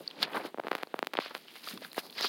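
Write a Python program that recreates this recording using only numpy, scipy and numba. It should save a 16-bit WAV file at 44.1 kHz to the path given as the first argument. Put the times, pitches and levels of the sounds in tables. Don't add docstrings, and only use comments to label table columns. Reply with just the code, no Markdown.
import sys
import numpy as np
from scipy import signal
from scipy.fft import rfft, irfft
from scipy.io import wavfile
from numba import njit

SR = 44100
rng = np.random.default_rng(int(sys.argv[2]) if len(sys.argv) > 2 else 0)


def waveform_to_disk(signal):
    frames = np.transpose(np.atleast_2d(signal))
    scaled = np.clip(frames, -1, 1) * 32767
    samples = np.round(scaled).astype(np.int16)
    wavfile.write(sys.argv[1], SR, samples)


def voltage_ratio(decibels):
    exponent = np.asarray(decibels, float) / 20
    return 10 ** exponent


N = 100592


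def highpass(x, hz, q):
    w = 2 * np.pi * hz
    b, a = signal.bilinear([1, 0, 0], [1, w / q, w * w], SR)
    return signal.lfilter(b, a, x)


@njit
def ring(n, start, step, decay, rise, size):
    y = np.zeros(n)
    for k in range(len(start)):
        z, soft = size[k] + 0j, 1.
        turn, soft_fall = np.exp(1j * step[k] - decay[k]), np.exp(-1 / rise[k])
        for i in range(start[k], min(start[k] + int(5 / decay[k]), n)):
            y[i] += z.imag * (1 - soft)
            z, soft = z * turn, soft * soft_fall
    return y


# (peak time [s], level [dB], rise [s per 20 dB], fall [s per 20 dB], centre [Hz])
CRUSHED_LEAVES = [(.005, -43, .01, .05, 300), (.228, -26, .012, .025, 2500), (.21, -43, .06, .03, 3600),
                  (.241, -37, .02, .025, 2400), (.23, -42, .12, .08, 450), (.278, -42, .04, .05, 800),
                  (.36, -32, .07, .03, 900), (.375, -31, .02, .02, 700), (.46, -44, .07, .04, 2200),
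                  (.92, -58, .06, .04, 1700), (1.5, -55, .4, .6, 4200), (1.75, -49, .03, .2, 180),
                  (1.968, -42, .01, .03, 900), (1.995, -37, .02, .009, 3200), (1.71, -44, .05, .07, 3300),
                  (1.632, -50, .005, .03, 700), (.412, -38, .08, .03, 800), (.452, -38, .04, .05, 700),
                  (.08, -56, .3, .3, 4000), (.65, -45, .03, .06, 600), (.73, -42, .04, .08, 900),
                  (.815, -46, .08, .03, 1200), (.96, -50, .03, .06, 900), (1.17, -48, .05, .03, 2000),
                  (1.205, -41, .015, .1, 2800), (1.26, -42, .05, .06, 2500), (1.31, -41, .01, .02, 1200),
                  (1.35, -48, .02, .05, 2000), (1.562, -48, .02, .05, 3000), (1.638, -46, .015, .08, 4000),
                  (1.668, -44, .04, .1, 4200), (1.828, -44, .02, .07, 2600), (1.983, -37, .02, .03, 2600),
                  (2.05, -51, .06, .12, 500), (2.185, -38, .04, .08, 2600), (2.208, -36, .02, .015, 1800),
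                  (2.248, -32, .035, .035, 2200), (2.24, -44, .1, .05, 450)]
# (peak time [s], level [dB], rise [s per 20 dB],
# fall [s per 20 dB], centre [Hz])
CHATTERING_LEAVES = [(2.23, -17, .025, .004, 4800), (2.243, -22, .03, .02, 4800),
                     (2.263, -25, .03, .025, 4100), (2.28, -28, .02, .02, 4800),
                     (2.185, -32, .045, .05, 4700), (2.245, -30, .09, .07, 6300),
                     (1.988, -31, .03, .025, 6200), (1.7, -37, .12, .08, 6800),
                     (.227, -30, .012, .006, 6500), (.234, -25, .004, .01, 3700),
                     (2.06, -44, .12, .05, 4900), (2.1, -38, .006, .006, 3500),
                     (2.127, -36, .003, .004, 4000)]
# (peak time [s], level [dB], rise [s per 20 dB], fall [s per 20 dB])
EDGE_RUSTLES = [(.0, -50, .01, .15), (.229, -34, .02, .012), (.378, -39, .09, .04), (.46, -44, .08, .06),
                (.75, -54, .3, .3), (.96, -52, .04, .05), (1.22, -49, .03, .25), (1.36, -46, .04, .12),
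                (1.57, -47, .15, .08), (1.7, -36, .13, .1), (1.86, -43, .1, .1), (1.99, -31, .05, .025),
                (2.04, -45, .05, .12), (2.25, -35, .13, .1)]
GRAIN_COUNT, GRAIN_CYCLES = 60000, 2.5
GRAIN_GAIN_DB, GRAIN_SCATTER_DB = -3.5, 2.8
CLUMP_DB, CLUMPS_PER_S = 2.2, 300
SPREAD_OCT, CHATTER_OCT, RUSTLE_HZ = .85, .14, 11500
SKIRT_DB, SKIRT_FALL = -13, 2.2
LITTER_DB, LITTER_HZ, THIN_HZ = -63, 450, 280
CLOUD_DB, CLOUD_RISE_S, CLOUD_LONGER = -12, .002, 1.2


def crunch():
    u = rng.random((GRAIN_COUNT, 4)).T
    t = u[0] * N / SR
    hz = 150 + 16000 * u[1] ** 2

    def bell(centre, octaves):
        return np.exp(-np.log2(hz / centre) ** 2 / (2 * octaves ** 2))

    def near(centre, octaves=SPREAD_OCT):
        skirt = np.minimum(hz / centre, 1) / (1 + hz / centre / SKIRT_FALL)
        return bell(centre, octaves) + voltage_ratio(SKIRT_DB) ** 2 * skirt

    def swell(s, db, rise, fall):
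        return voltage_ratio(db - 20 * np.where(t < s, (s - t) / rise, (t - s) / fall)) ** 2

    power = voltage_ratio(LITTER_DB) ** 2 * near(LITTER_HZ)
    for *shape, centre_hz in CRUSHED_LEAVES:
        power = power + swell(*shape) * near(centre_hz)
    for shape in EDGE_RUSTLES:
        power = power + swell(*shape) * near(RUSTLE_HZ, SPREAD_OCT / 2)
    for s, db, centre_hz, t60_ms in RINGING_LEAVES[1:]:
        cloud = swell(s, db + CLOUD_DB, CLOUD_RISE_S, CLOUD_LONGER * t60_ms / 1000)
        power = power + cloud * near(centre_hz)
    for *shape, centre_hz in CHATTERING_LEAVES:
        power = power + swell(*shape) * bell(centre_hz, CHATTER_OCT)

    scatter = voltage_ratio(GRAIN_GAIN_DB - GRAIN_SCATTER_DB * np.log(1.002 - u[2])) * np.sign(u[3] - .5)
    clump_gain = voltage_ratio(CLUMP_DB * rng.standard_normal((N // 100, 8)))
    clump = clump_gain[(t * CLUMPS_PER_S).astype(int), np.log2(hz / 100).astype(int)]
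    tilt = (hz / 1000) ** .25 * np.minimum(hz / THIN_HZ, 1)
    size = clump * np.sqrt(power) * tilt * scatter
    start = (t * SR).astype(np.int64)
    return ring(N, start, 2 * np.pi * hz / SR, 2 * hz / SR / GRAIN_CYCLES, SR / hz / 2, size)


# (time [s], push level [dB], push length [ms], crack level [dB])
SNAPPING_STEMS = [(0.5447, -29, 0.27, -55), (0.5758, -33, 0.2, -57), (0.5843, -27, 0.29, -57),
                  (0.5965, -29, 0.35, -57), (0.5983, -24, 0.27, -51), (0.5996, -22, 0.2, -44),
                  (0.6142, -44, 0.2, -68), (0.6373, -32, 0.16, -58), (0.6464, -33, 0.35, -59),
                  (0.6487, -38, 0.16, -58), (0.6511, -37, 0.35, -57), (0.6596, -40, 0.11, -61),
                  (0.6698, -21, 0.16, -53), (0.6743, -33, 0.16, -46), (0.6834, -22, 0.16, -37),
                  (0.7138, -23, 0.16, -39), (0.7163, -13, 0.18, -33), (0.7305, -22, 0.16, -39),
                  (0.7361, -33, 0.18, -59), (0.752, -15, 0.16, -27), (0.7583, -31, 0.14, -40),
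                  (0.7682, -33, 0.14, -41), (0.7816, -29, 0.14, -40), (0.7864, -29, 0.16, -41),
                  (0.8272, -34, 0.25, -41), (0.8288, -32, 0.14, -40), (0.8329, -17, 0.16, -31),
                  (0.8722, -40, 0.25, -61), (0.9423, -19, 0.2, -57), (0.9913, -18, 0.16, -29),
                  (1.028, -15, 0.18, -37), (1.0398, -39, 0.18, -54), (1.0475, -32, 0.14, -40),
              (1.0612, -42, 0.07, -50), (1.0707, -16, 0.14, -26), (1.1355, -21, 0.14, -32),
              (1.1391, -20, 0.16, -31), (1.1531, -23, 0.18, -41), (1.1785, -24, 0.16, -47),
              (1.1886, -12, 0.16, -52), (1.2012, -26, 0.14, -38), (1.261, -27, 0.14, -48),
              (1.2972, -38, 0.11, -45), (1.3089, -34, 0.14, -60), (1.3456, -37, 0.05, -42),
              (1.3487, -29, 0.07, -37), (1.3506, -17.5, 0.11, -38), (1.3566, -33, 0.16, -51),
              (1.3645, -32, 0.14, -51), (1.3682, -36, 0.16, -55), (1.3718, -34, 0.07, -43),
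              (1.3789, -33, 0.05, -39), (1.5631, -28, 0.07, -44), (1.8094, -39, 0.07, -41),
              (1.8186, -52, 0.07, -45), (1.9312, -28, 0.07, -32), (2.066, -36, 0.07, -37),
              (2.1076, -36, 0.05, -36), (2.1266, -40, 0.11, -46), (2.2101, -20, 0.14, -31)]
# (time [s], push level [dB], push length [ms], crack level [dB])
KNOCKED_TWIGS = [
    (.3636, -28, .22, -60),
    (.4507, -30, .4, -70),
    (1.9803, -18, .2, -50),
    (2.2452, -22, .14, -45),
    (2.2476, -23, .22, -50),
    (.3793, -31, .2, -60),
    (.9835, -42, .15, -55),
    (.9865, -40, .2, -58),
    (1.6085, -40, .1, -60),
    (1.5565, -35, .14, -52),
]
PUSH_RISE, PUSH_FALL, SMEAR_MS = .75, 1.9, .105
DULL_MS_PER_DB = .0025
CRACK_GAIN_DB = 14


def snaps():
    y, k = np.zeros(N), np.arange(-64, 65)
    for s, db, ms, crack_db in [*SNAPPING_STEMS, *KNOCKED_TWIGS]:
        at = int(s * SR)
        late = k - s * SR % 1
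        ms = max(ms - SMEAR_MS + DULL_MS_PER_DB * (db - crack_db), .03)
        width = ms * SR / 1000 * np.where(late < 0, PUSH_RISE, PUSH_FALL)
        y[at + k] += voltage_ratio(db) * (1 + ms / .25) * np.exp(-(late / width) ** 2)
        crack = (np.sinc(late) - .25 * np.sinc(late * .25)) * np.hanning(len(k))
        y[at + k] += voltage_ratio(crack_db + CRACK_GAIN_DB) * crack
    return highpass(y, 330, .85)


# (time [s], peak level [dB], pitch [Hz], t60 [ms])
RINGING_LEAVES = [(.077, -20, 4570, 7), (.103, -41, 4200, 6), (.111, -31, 3200, 4), (.2287, -10, 4300, 4),
                  (.2282, -16, 3300, 5), (.3697, -18, 1200, 4), (.3722, -23, 900, 5), (.445, -34, 900, 8),
                  (1.755, -42, 210, 40), (1.71, -46, 200, 40), (1.775, -36, 5400, 5), (2.21, -18, 6400, 5),
                  (1.9535, -43, 4100, 8), (.8715, -44, 4500, 6), (1.73, -38, 3500, 5),
                  (1.171, -21, 3200, 4), (1.1712, -24, 2000, 4), (1.4825, -38, 3000, 8),
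                  (1.673, -30, 1240, 14), (1.6865, -29, 4700, 7), (1.734, -34, 210, 40),
                  (1.775, -34, 1100, 8), (1.776, -33, 3440, 6), (1.8195, -35, 460, 15),
                  (1.848, -30, 1620, 10), (1.9165, -37, 4080, 7), (1.946, -37, 1900, 7),
                  (1.979, -27, 1200, 5), (2.248, -27, 2500, 12), (2.2475, -30, 480, 12),
                  (2.249, -22, 4700, 12)]


def rings():
    s, db, hz, t60_ms = np.array(RINGING_LEAVES).T
    decay = np.log(1000) / (t60_ms * SR / 1000)
    rise = .3 * SR / 1000 * t60_ms / 6
    return ring(N, (s * SR).astype(np.int64), 2 * np.pi * hz / SR, decay, rise, 1.5 * voltage_ratio(db))


# (frequency [Hz], density [dB per Hz])
HUSH_SPECTRUM = [(24, -30), (60, -32), (215, -8), (1270, -24), (1950, -17), (3500, -16), (5600, -28),
                 (16000, -29)]


def air():
    hz, db = np.array(HUSH_SPECTRUM).T
    f = np.arange(N // 2 + 1) * SR / N + 1
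    gain = voltage_ratio(np.interp(np.log(f), np.log(hz), db))
    y = irfft(rfft(rng.standard_normal(N)) * gain, N)
    return y / y.std() * voltage_ratio(-65.5)


def scene():
    return (crunch() + snaps() + rings())[None]


def colour(x, points):
    hz, db = np.array(points).T
    f = np.arange(1025) * SR / 2048 + 1
    cepstrum = irfft(np.log(voltage_ratio(np.interp(np.log(f), np.log(hz), db))))
    cepstrum[1:1024] *= 2
    impulse = irfft(np.exp(rfft(cepstrum[:1024], 2048)))[None, :512]
    return signal.fftconvolve(x, impulse)[:, :N]


# (frequency [Hz], gain [dB])
TREBLE_STEP = [(4200, 0), (4950, -2), (5500, -9), (6000, -12), (7000, -13), (7900, -17), (9000, -10),
               (12000, -7)]
BASS_Q = .9


def microphone(x):
    x = highpass(highpass(x, 190, BASS_Q), 110, .7)
    presence = signal.lfilter(*signal.iirpeak(4600, 2.5, fs=SR), x)
    x = x + (voltage_ratio(3.5) - 1) * presence
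    return colour(x, TREBLE_STEP)


def top_cut(x):
    return signal.sosfilt(signal.butter(12, 16820, fs=SR, output="sos"), x)


def record(dry):
    x = microphone(dry) + highpass(air(), 30, BASS_Q)
    x = signal.sosfilt(signal.ellip(8, .3, 70, 16200, fs=SR, output="sos"), x)
    return top_cut(x)


dry = scene()
out = record(dry)
waveform_to_disk(out)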